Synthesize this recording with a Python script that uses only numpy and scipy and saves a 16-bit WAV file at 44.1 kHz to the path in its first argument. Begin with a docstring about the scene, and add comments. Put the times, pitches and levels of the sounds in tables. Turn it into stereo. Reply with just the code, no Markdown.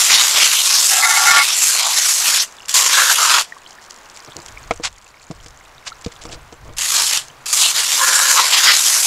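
"""Hosing down a mower engine

A garden hose nozzle sprays a mower's engine at arm's length, outdoors, in four bursts.
Noise showers of drops hiss, splash and slap on the metal, and ring resonances in its fins and hollows.
In the pauses water trickles as pattering noise and bubble tones over a distant rush and drone.
Blows and noise bursts through the case resonances bump and rub the hand-held camera; cloth scuffs."""
import sys
import numpy as np
from scipy import signal
from scipy.fft import rfft, irfft, next_fast_len
from scipy.io import wavfile
from scipy.ndimage import uniform_filter1d, map_coordinates

SR = 44100
rng = np.random.default_rng(int(sys.argv[2]) if len(sys.argv) > 2 else 0)


def to_wav(s):
    """Save 16-bit WAV."""
    ch = np.atleast_2d(s).T  # columns
    pcm = np.round(np.clip(ch, -1, 1) * 32767)  # PCM
    wavfile.write(sys.argv[1], SR, pcm.astype(np.int16))


N = 399546
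# share of a left-minus-right setting that goes to each channel: left, then right
SIDES = np.array([[.5], [-.5]])


def amp(db):
    """Decibels to gain."""
    return 10 ** (np.asarray(db) / 20)


def unit(x):
    """Scale to rms 1."""
    return x / np.sqrt(np.mean(x ** 2) + 1e-20)


def clock():
    """The time of each sample, in seconds."""
    return np.arange(N) / SR


def along(points, hz):
    """Read (frequency, value) points on a log frequency axis."""
    f, v = np.transpose(points)
    return np.interp(np.log(hz + 1), np.log(f), v)


def curves(rows):
    """One automation curve for each column after the time."""
    time_s, *columns = np.transpose(rows)
    return np.array([np.interp(clock(), time_s, column) for column in columns])


def wobble(rate):
    """A smooth random curve with rate knots a second."""
    knots = rng.standard_normal(int(N * rate / SR) + 4)
    return map_coordinates(knots, [clock() * rate], order=2)


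def bell(middle_s, length_s):
    """A smooth rise and fall around one moment."""
    return np.exp(-np.minimum(((clock() - middle_s) / length_s) ** 2, 20) * 2)


def swells(rows):
    """Sum of bell-shaped envelopes, one for each (middle_s, length_s, level_db) row."""
    return sum(amp(db) * bell(middle_s, length_s) for middle_s, length_s, db in rows)


def strike(start_s, t60):
    """Envelope of a sudden blow that falls 60 dB in t60 seconds."""
    age = clock() - start_s
    return (age >= 0) * amp(-60 * np.clip(age / t60, 0, 10))


def filtered(x, response):
    """x times a response of frequency."""
    size = next_fast_len(N + 8192, True)
    spectrum = rfft(x, size) * response(np.fft.rfftfreq(size, 1 / SR))
    return irfft(spectrum, size)[..., :N]


def under(hz, edge_hz):
    """Steep low-pass response."""
    return 1 / (1 + (hz / edge_hz) ** 12)


def coloured(x, spectrum):
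    """x equalised by a (frequency_hz, level_db) curve, at rms 1."""
    return unit(filtered(x, lambda hz: amp(along(spectrum, hz))))


def resonance(modes, f):
    """Causal response of a set of (centre_hz, width_hz, level_db) modes."""
    return sum(amp(db) * 1j * f * width / (centre * centre - f * f + 1j * f * width)
               for centre, width, db in modes)


def ringing(x, modes):
    """x through steep-sided, zero-phase resonances, at rms 1."""
    return unit(filtered(x, lambda hz: resonance(modes, hz).real))


# stereo likeness of the noise: frequency_hz [Hz], likeness [0 to 1]
ALIKE = [(60, 0.8), (900, 0.88), (5000, 0.82), (13000, .66)]


def air_noise():
    """White noise as two close microphones hear it: shared mid, less side where the ears agree."""
    turn = lambda hz: np.arccos(np.clip(along(ALIKE, hz), -1, 1)) / 2
    mid_side = lambda hz: np.array([np.cos(turn(hz)), np.sin(turn(hz))])
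    mid, side = filtered(rng.standard_normal((2, N)), mid_side)
    return np.array([mid + side, mid - side])


def patchy(x, depth_db):
    """Colour that shifts from moment to moment, by a blurred random gain over time and frequency."""
    z = signal.stft(x, nperseg=512)[2]
    field = rng.standard_normal(z.shape[1:])
    field = uniform_filter1d(field, size=6, axis=0)
    field = uniform_filter1d(field, size=12, axis=1)
    return signal.istft(z * amp(depth_db * unit(field)), nperseg=512)[1][:, :N]


def patter(rate, spread_db, life):
    """Envelope of drops of random size, rate a second; each one's energy fades by 1/e in life seconds."""
    hits = rng.random(N) < rate / SR
    energy = hits * amp(spread_db * np.minimum(rng.standard_normal(N), 3)) ** 2
    decaying = signal.lfilter([1], [1, -np.exp(-1 / (life * SR))], energy)
    return unit(np.sqrt(np.abs(decaying)))


# the trigger, and the level of the last water as t60:
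# crack_s [s], full_s [s], shut_s [s], splash_db [dB], half_open_db [dB], tail_t60_s [s]
SQUEEZES = [(-.2, -.1, 2.425, -20.5, -10, .08), (2.683, 2.741, 3.413, -20.5, -12.5, 0.081),
            (6.767, 6.789, 7.168, -23.5, -10, 0.18), (7.458, 7.531, 9.5, -22, -8, .09)]
DRAIN_DB, DRAIN_T60_S = -24, 0.49  # the run-off after the valve shuts


def flow():
    """The valve leaks a thin jet, then opens fully; on shutting, the last water lands and drains away."""
    t, out = clock(), 0
    for crack, full, shut, _, half_open_db, tail_t60 in SQUEEZES:
        leak = amp(half_open_db) * ((t >= crack) & (t < full))
        jet = leak + ((t >= full) & (t < shut))
        out = out + jet + strike(shut, tail_t60) + amp(DRAIN_DB) * strike(shut, DRAIN_T60_S)
    return out


# the jet crosses a surface, square-on (+) or glancing (-): middle_s [s], length_s [s], splash_gain_db [dB]
CROSSINGS = [(0.155, 0.1, 5.5), (0.39, 0.12, 3.5), (1.35, 0.071, 5), (1.64, 0.27, -4.5), (2.143, 0.12, -5),
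             (6.847, 0.11, -4.5), (6.991, 0.064, 5.5), (8.17, 0.23, 0), (8.39, 0.056, 3.5),
             (8.553, 0.047, 6), (8.698, 0.079, 10.5)]
SLAP_DB = -4.5  # heavy water against the splash
SWAY_DB, SWAY_PER_S = 1.5, 14  # the unsteady hand: depth, knots a second


def impact():
    """Splash and slap both grow as the jet meets the metal more squarely."""
    base_db = curves([(s, db) for crack, _, shut, db, *_ in SQUEEZES for s in (crack, shut)])[0]
    square_db = sum(db * bell(middle, length) for middle, length, db in CROSSINGS)
    square_db = square_db + SWAY_DB * wobble(SWAY_PER_S)
    return amp(base_db + square_db), amp(base_db + SLAP_DB + square_db)


# colour of drops on metal: frequency_hz [Hz], level_db [dB per Hz]
SPRAY = [(90, -54), (310, -25), (498, -20.5), (1110, -6.5), (1800, -7), (3000, -2), (5080, 0.5),
         (7430, 2.5), (8250, -2.5), (12200, -7.5), (13500, -16.5), (15600, -28)]
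# treble hiss, one curve for each squeeze: time_s [s], level_db [dB]
MIST = [
    [(0.02, -15), (0.15, -17), (0.7, -15), (1.35, -16), (1.52, -20), (1.68, -13), (1.83, -22.5),
     (2.03, -15.5), (2.4, -15.5)],
    [(2.79, -12.5), (2.838, -19), (3.038, -14.5), (3.338, -19)],
    [(6.8, -22), (7.02, -17.5), (7.14, -21.5)],
    [(7.55, -15), (7.662, -15), (7.72, -19.5), (8.334, -14.5), (8.412, -19), (9.04, -14)],
]
# the valve spits as it opens: start_s [s], level_db [dB]
SPITS = [(2.693, -9.5), (6.7837, -11), (7.46, -26.5), (7.5288, -6)]
# single fat drops crack on the metal: start_s [s], level_db [dB]
CRACKS = [(0.35, -10), (1.428, -10), (1.4525, -9), (3.218, -16), (3.308, -10), (6.961, -8.5), (7.021, -4),
          (7.035, -8.5), (7.133, -7), (7.174, -6)]
STRAY_PER_S, STRAY_DB = 31, -30  # more fat drops, at random moments
CRACK_T60_S = 0.01  # decay of a fat drop


def spray():
    """Drops of three sizes hit the engine: fine ones hiss, medium ones splash, heavy ones slap."""
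    mist = amp(curves([row for burst in MIST for row in burst])[0])
    splash, slap = impact()
    jet = flow()
    # the jet arrives in uneven slugs, each a shower of drops
    slugs = unit(amp(1.1 * wobble(45) + wobble(170)))
    impacts = air_noise() * slugs * patter(rate=4500, spread_db=3.0, life=0.00081)
    # the splatter keeps changing colour
    splatter = patchy(impacts, depth_db=2)

    def part(share):
        """The splatter's share of energy that one drop size takes."""
        return unit(filtered(splatter, lambda hz: amp(along(SPRAY, hz)) * np.sqrt(np.abs(share(hz)))))

    fine = part(lambda hz: 1 - under(hz, 5550))
    medium = part(lambda hz: under(hz, 4720) - under(hz, 2690)) * amp(1.1 * wobble(60))
    heavy = part(lambda hz: under(hz, 2250)) * amp(1.4 * wobble(60))
    # a harder jet shatters into finer drops, so the top grows fastest
    top = filtered(fine, lambda hz: 1 - under(hz, 11000))
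    fine = fine + top * ((jet * mist / amp(-20.5)) ** 0.3 - 1)
    # air trapped in the valve leaves with a thin, bright spit
    spits = sum(amp(db) * strike(s, t60=.02) for s, db in SPITS) * coloured(air_noise(), SPRAY)
    spits = filtered(spits, lambda hz: 1 - under(hz, 1200))
    stray_drops = air_noise() * patter(rate=STRAY_PER_S, spread_db=2, life=0.0012)
    strays = amp(STRAY_DB) * coloured(stray_drops, SPRAY)
    cracks = sum(amp(db) * strike(s, CRACK_T60_S) for s, db in CRACKS) * coloured(air_noise(), SPRAY)
    drops = mist * fine + splash * medium + slap * heavy + strays
    return jet * (drops + flares(splatter) + drumming(impacts)) + spits + cracks


# levels between and under the bursts: time_s [s], background_db [dB], trickle_db [dB]
PAUSES = [(2.6, -44, -49), (3.6, -45.5, -50), (4.62, -42, -44), (4.95, -49.5, -49.5), (5.75, -46, -48.5),
          (6.3, -44, -48), (6.65, -47.5, -56), (7.4, -44, -54)]
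# colour of the distant rush: frequency_hz [Hz], level_db [dB per Hz]
OUTDOORS = [(25, -2.5), (130, -10), (450, -5.5), (1050, 0), (1700, -4), (3000, -11.5), (15000, -27.5)]
# a far-off drone: centre_hz [Hz], width_hz [Hz], level_db [dB]
HUM = [(128.6, 33, 0)]
# the drone comes and goes: middle_s [s], length_s [s], level_db [dB]
HUM_SWELL = [(7.1, 2.2, -57)]
# the camera swings through the air: middle_s [s], length_s [s], level_db [dB]
SWINGS = [(4.7, .3, -39), (5.42, .15, -42), (6.33, .13, -36), (6.7, .12, -35), (6.3, 2, -51)]
# colour of the buffeting: frequency_hz [Hz], level_db [dB per Hz]
BUFFET = [(45, -2), (110, -9), (600, -55)]


def garden():
    """A distant outdoor rush and drone, and air that buffets the ports as the camera is moved."""
    far = amp(curves(PAUSES)[0]) * coloured(air_noise(), OUTDOORS)
    drone = swells(HUM_SWELL) * ringing(air_noise(), HUM)
    gusts = coloured(rng.standard_normal((2, N)), BUFFET)  # unrelated at the two ports
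    return far + drone + swells(SWINGS) * gusts * amp(3.4 * SIDES)


def bubbles(rows, cycles, rise):
    """Each drip traps a bubble: a sine that dies 60 dB in a few cycles, its pitch lifting if rise is set."""
    out = np.zeros(N + SR)
    for start_s, db, hz in rows:
        t = np.arange(int(SR * cycles / hz) + 1) / SR
        age = t * hz / cycles
        envelope = amp(db - 60 * age) * (1 - np.exp(-t * hz / 2))
        tone = np.sin(2 * np.pi * hz * t * (1 + rise * age))
        out[int(start_s * SR):][:len(t)] += envelope * tone
    return out[:N]


# colour of trickling water: frequency_hz [Hz], level_db [dB per Hz]
TRICKLE = [(500, -22), (2000, 1.5), (7300, 12), (8500, 2), (12000, -9.5), (15000, -38)]
# single drips into puddles: start_s [s], level_db [dB], pitch_hz [Hz]
DRIPS = [(2.568, -28, 4970), (2.585, -22, 3480), (2.604, -21, 2802), (2.631, -26, 2850), (2.653, -24, 2800),
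         (3.5227, -13, 1860), (3.566, -23.5, 1100), (3.6628, -20.5, 3120), (3.785, -24.5, 1780),
         (4.5738, -16.5, 2280), (5.066, -29, 2600), (5.9197, -17, 1330), (7.301, -25, 3000)]
# run-off drops tick on the frame below: start_s [s], level_db [dB]
TICKS = [(2.524, -29), (3.444, -32), (3.9082, -21.5), (4.248, -28), (4.367, -22), (7.2835, -26.5)]


def runoff():
    """Water runs off the engine: a patter that comes in clumps, droplets, and a few loud drips and ticks."""
    trickle_db = curves(PAUSES)[1] + 1.5 * wobble(8)
    drops = patter(rate=200, spread_db=5.3, life=.0009) * amp(2.5 * wobble(18))
    fizz = coloured(patchy(air_noise(), depth_db=1.5) * drops, TRICKLE)
    # each droplet pips at its own steady pitch for a few cycles
    when, size, pitch = rng.random((1200, 3)).T
    droplets = zip(when * N / SR, 8 + 20 * size ** 4, 8400 - 6400 * pitch)
    pips = bubbles(droplets, cycles=22, rise=0)
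    ticks = sum(amp(db) * strike(s, CRACK_T60_S) for s, db in TICKS) * coloured(air_noise(), TRICKLE)
    drips = bubbles(DRIPS, cycles=31, rise=0.028)
    return amp(trickle_db) * (amp(-2.0) * fizz + pips) + ticks + drips


# the jet flares on an edge or panel: middle_s [s], length_s [s], level_db [dB], centre_hz [Hz]
FLARES = [(0.585, 0.041, -18.5, 3000), (0.764, 0.1, -19.5, 5060), (1.873, 0.078, -26.5, 900),
          (2.402, 0.026, -12, 4870), (3.159, 0.014, -19.5, 2700), (7.655, 0.058, -17, 3250),
          (8.692, 0.027, -13.5, 1700)]


def flares(splatter):
    """Each edge or panel that the jet catches lifts one band of the splatter."""
    out = 0
    for middle_s, length_s, db, hz in FLARES:
        band = signal.butter(2, [hz / 1.35, hz * 1.35], "bandpass", fs=SR)
        out = out + amp(db) * bell(middle_s, length_s) * unit(signal.lfilter(*band, splatter))
    return out


# resonances of the engine's cover, cooling fins and hollows, one table a part:
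# centre_hz [Hz], width_hz [Hz], level_db [dB]
COVER = [(756, 80, -1), (1324, 38, 1.5), (1640, 89, -4)]
LONG_FINS = [(833, 13, 0), (887, 50, -8)]
MID_FINS = [(1138, 25, 0), (1398, 45, 3.5), (1790, 26, 0)]
SHORT_FINS = [(2027, 31, 1), (2177, 49, 2)]
RECESS = [(534, 49, -8.5), (1033, 100, 4)]
POCKET = [(1420, 220, 2), (1620, 150, 2), (1717, 85, 4)]
GAP = [(947, 100, 2), (1280, 390, 5.7)]
# the jet drums in a part: start_s [s], end_s [s], level_db [dB], part [resonance table]
AIMS = [(0.91, 1.42, -27.5, COVER), (1.015, 1.42, -27.5, LONG_FINS), (1.03, 1.27, -21, MID_FINS),
        (1.27, 1.42, -13.5, MID_FINS), (1.03, 1.06, -12.5, SHORT_FINS), (1.065, 1.19, -20.5, SHORT_FINS),
        (1.268, 1.315, -15, SHORT_FINS), (1.37, 1.425, -10, SHORT_FINS), (2.74, 3.12, -31.5, RECESS),
        (7.99, 8.045, -20, RECESS), (8.07, 8.47, -30, RECESS), (2.929, 3.125, -20.5, POCKET),
        (8.01, 8.33, -22.5, POCKET), (3.175, 3.405, -21, GAP), (8.37, 8.4, -14.5, GAP)]
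ENTRY_S = 0.032  # time for the jet to slide into a part


def drumming(impacts):
    """The drops ring whichever parts the jet is on."""
    t, out = clock(), 0
    for modes in COVER, LONG_FINS, MID_FINS, SHORT_FINS, RECESS, POCKET, GAP:
        aim = 0
        for start, end, db, part in AIMS:
            if part is modes:
                inside_s = np.minimum(t - start, end - t)
                aim = aim + amp(db) * np.clip(inside_s / ENTRY_S + .5, 0, 1)
        out = out + aim * ringing(impacts, modes)
    return out


# bumps on the camera: start_s [s], thud_db [dB], brightness_hz [Hz], click_db [dB]
BUMPS = [(4.709, 0.5, 2400, -23), (4.799, -16, 600, -50), (5.303, -16, 200, -50), (5.311, -17, 900, -32),
         (5.461, -28, 600, -32), (6.0626, -7, 240, -28.5), (6.253, -19.5, 950, -31), (6.525, -22, 800, -36)]
# resonances of the camera case: centre_hz [Hz], width_hz [Hz], level_db [dB]
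CASE = [(153, 91, -0.5), (330, 57, 3.5), (477, 37, 3), (637, 116, 1.5), (1060, 520, 0.5), (2150, 460, -4)]
# fingers rub on the case: middle_s [s], length_s [s], level_db [dB]
RUBS = [(4.285, 0.014, -34.5), (4.38, 0.031, -33.5), (6.31, 0.087, -36), (6.685, 0.053, -37)]
# the sleeve and hose scuff: middle_s [s], length_s [s], level_db [dB]
SCUFFS = [(4.851, 0.018, -16.5), (4.874, 0.015, -26), (5.878, 0.019, -26), (6.048, 0.0047, -27),
          (6.122, .0065, -34.5), (6.222, 0.012, -36), (6.333, 0.025, -32.5)]
# colour of cloth: frequency_hz [Hz], level_db [dB per Hz]
CLOTH = [(300, -19), (950, -1.5), (1400, -2), (4200, 2), (7500, -2), (15000, -42)]
PUSH_T60_S, CLICK_T60_S = .003, 0.036  # decay of one touch on the case; of its click
REBOUND_S, REBOUND_DB = 0.00411, -2.5  # every bump touches twice
RATTLE_DB, RATTLE_T60_S = -2.5, 0.046  # the mount rattles with it
CASE_LEFT_DB, CASE_TWIST_RAD = -9.5, 1.53  # left port against right: level, phase


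def handling():
    """Bumps and rubs ring the camera's case; cloth scuffs close by."""
    thuds, snaps = np.zeros(N), np.zeros(N)
    for s, db, bright_hz, click_db in BUMPS:
        snaps += amp(click_db) * strike(s, CLICK_T60_S)
        # a softer touch holds fewer high frequencies
        soft = signal.butter(2, min(bright_hz, SR / 4), fs=SR)
        push = strike(s, PUSH_T60_S) + amp(REBOUND_DB) * strike(s + REBOUND_S, PUSH_T60_S)
        rattle = amp(RATTLE_DB) * strike(s, RATTLE_T60_S) * rng.standard_normal(N)
        blow = signal.lfilter(*soft, push + rattle)
        thuds += amp(db) * blow / blow.max()
    grain = air_noise() * patter(rate=520, spread_db=3.0, life=0.0028)
    rubs = swells(RUBS) * coloured(grain, [(400, 5.0), (12000, -27)])

    def ports(hz):
        """Case response at each port: nearer to the right, and out of step."""
        return resonance(CASE, hz) * amp(SIDES * CASE_LEFT_DB) * np.exp(1j * SIDES * CASE_TWIST_RAD)

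    case = filtered(thuds + rubs, ports)
    fibres = patter(rate=2200, spread_db=3, life=.0006)
    scuffs = swells(SCUFFS) * coloured(air_noise() * fibres, CLOTH)
    clicks = snaps * coloured(air_noise(), CLOTH)
    return case + (scuffs + clicks) * amp(-4.1 * SIDES)  # these too lean to the right


# phase by which the left side leads: frequency_hz [Hz], lead_rad [radians]
LEAD = [(100, 0.49), (3500, -0.73), (7500, 0.11), (15000, 0.87)]
# left minus right: frequency_hz [Hz], difference_db [dB]
LEFT = [(900, -2), (7000, -2.5), (12000, 0.5)]


def scene():
    """The engine stands a little to the right, so the left side hears most of it softer and its mids later."""
    placed = lambda hz: amp(SIDES * along(LEFT, hz)) * np.exp(1j * SIDES * along(LEAD, hz))
    return filtered(spray() + runoff(), placed) + handling() + garden()


TOP_HZ = 15700  # band limit


def record(dry):
    """The camera rounds off the highest peaks and keeps nothing above its band limit."""
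    rounded = dry / (1 + np.abs(dry / 1.02) ** 6) ** (1 / 6)
    return filtered(rounded, lambda hz: hz < TOP_HZ)


dry = scene()
out = record(dry)
to_wav(out)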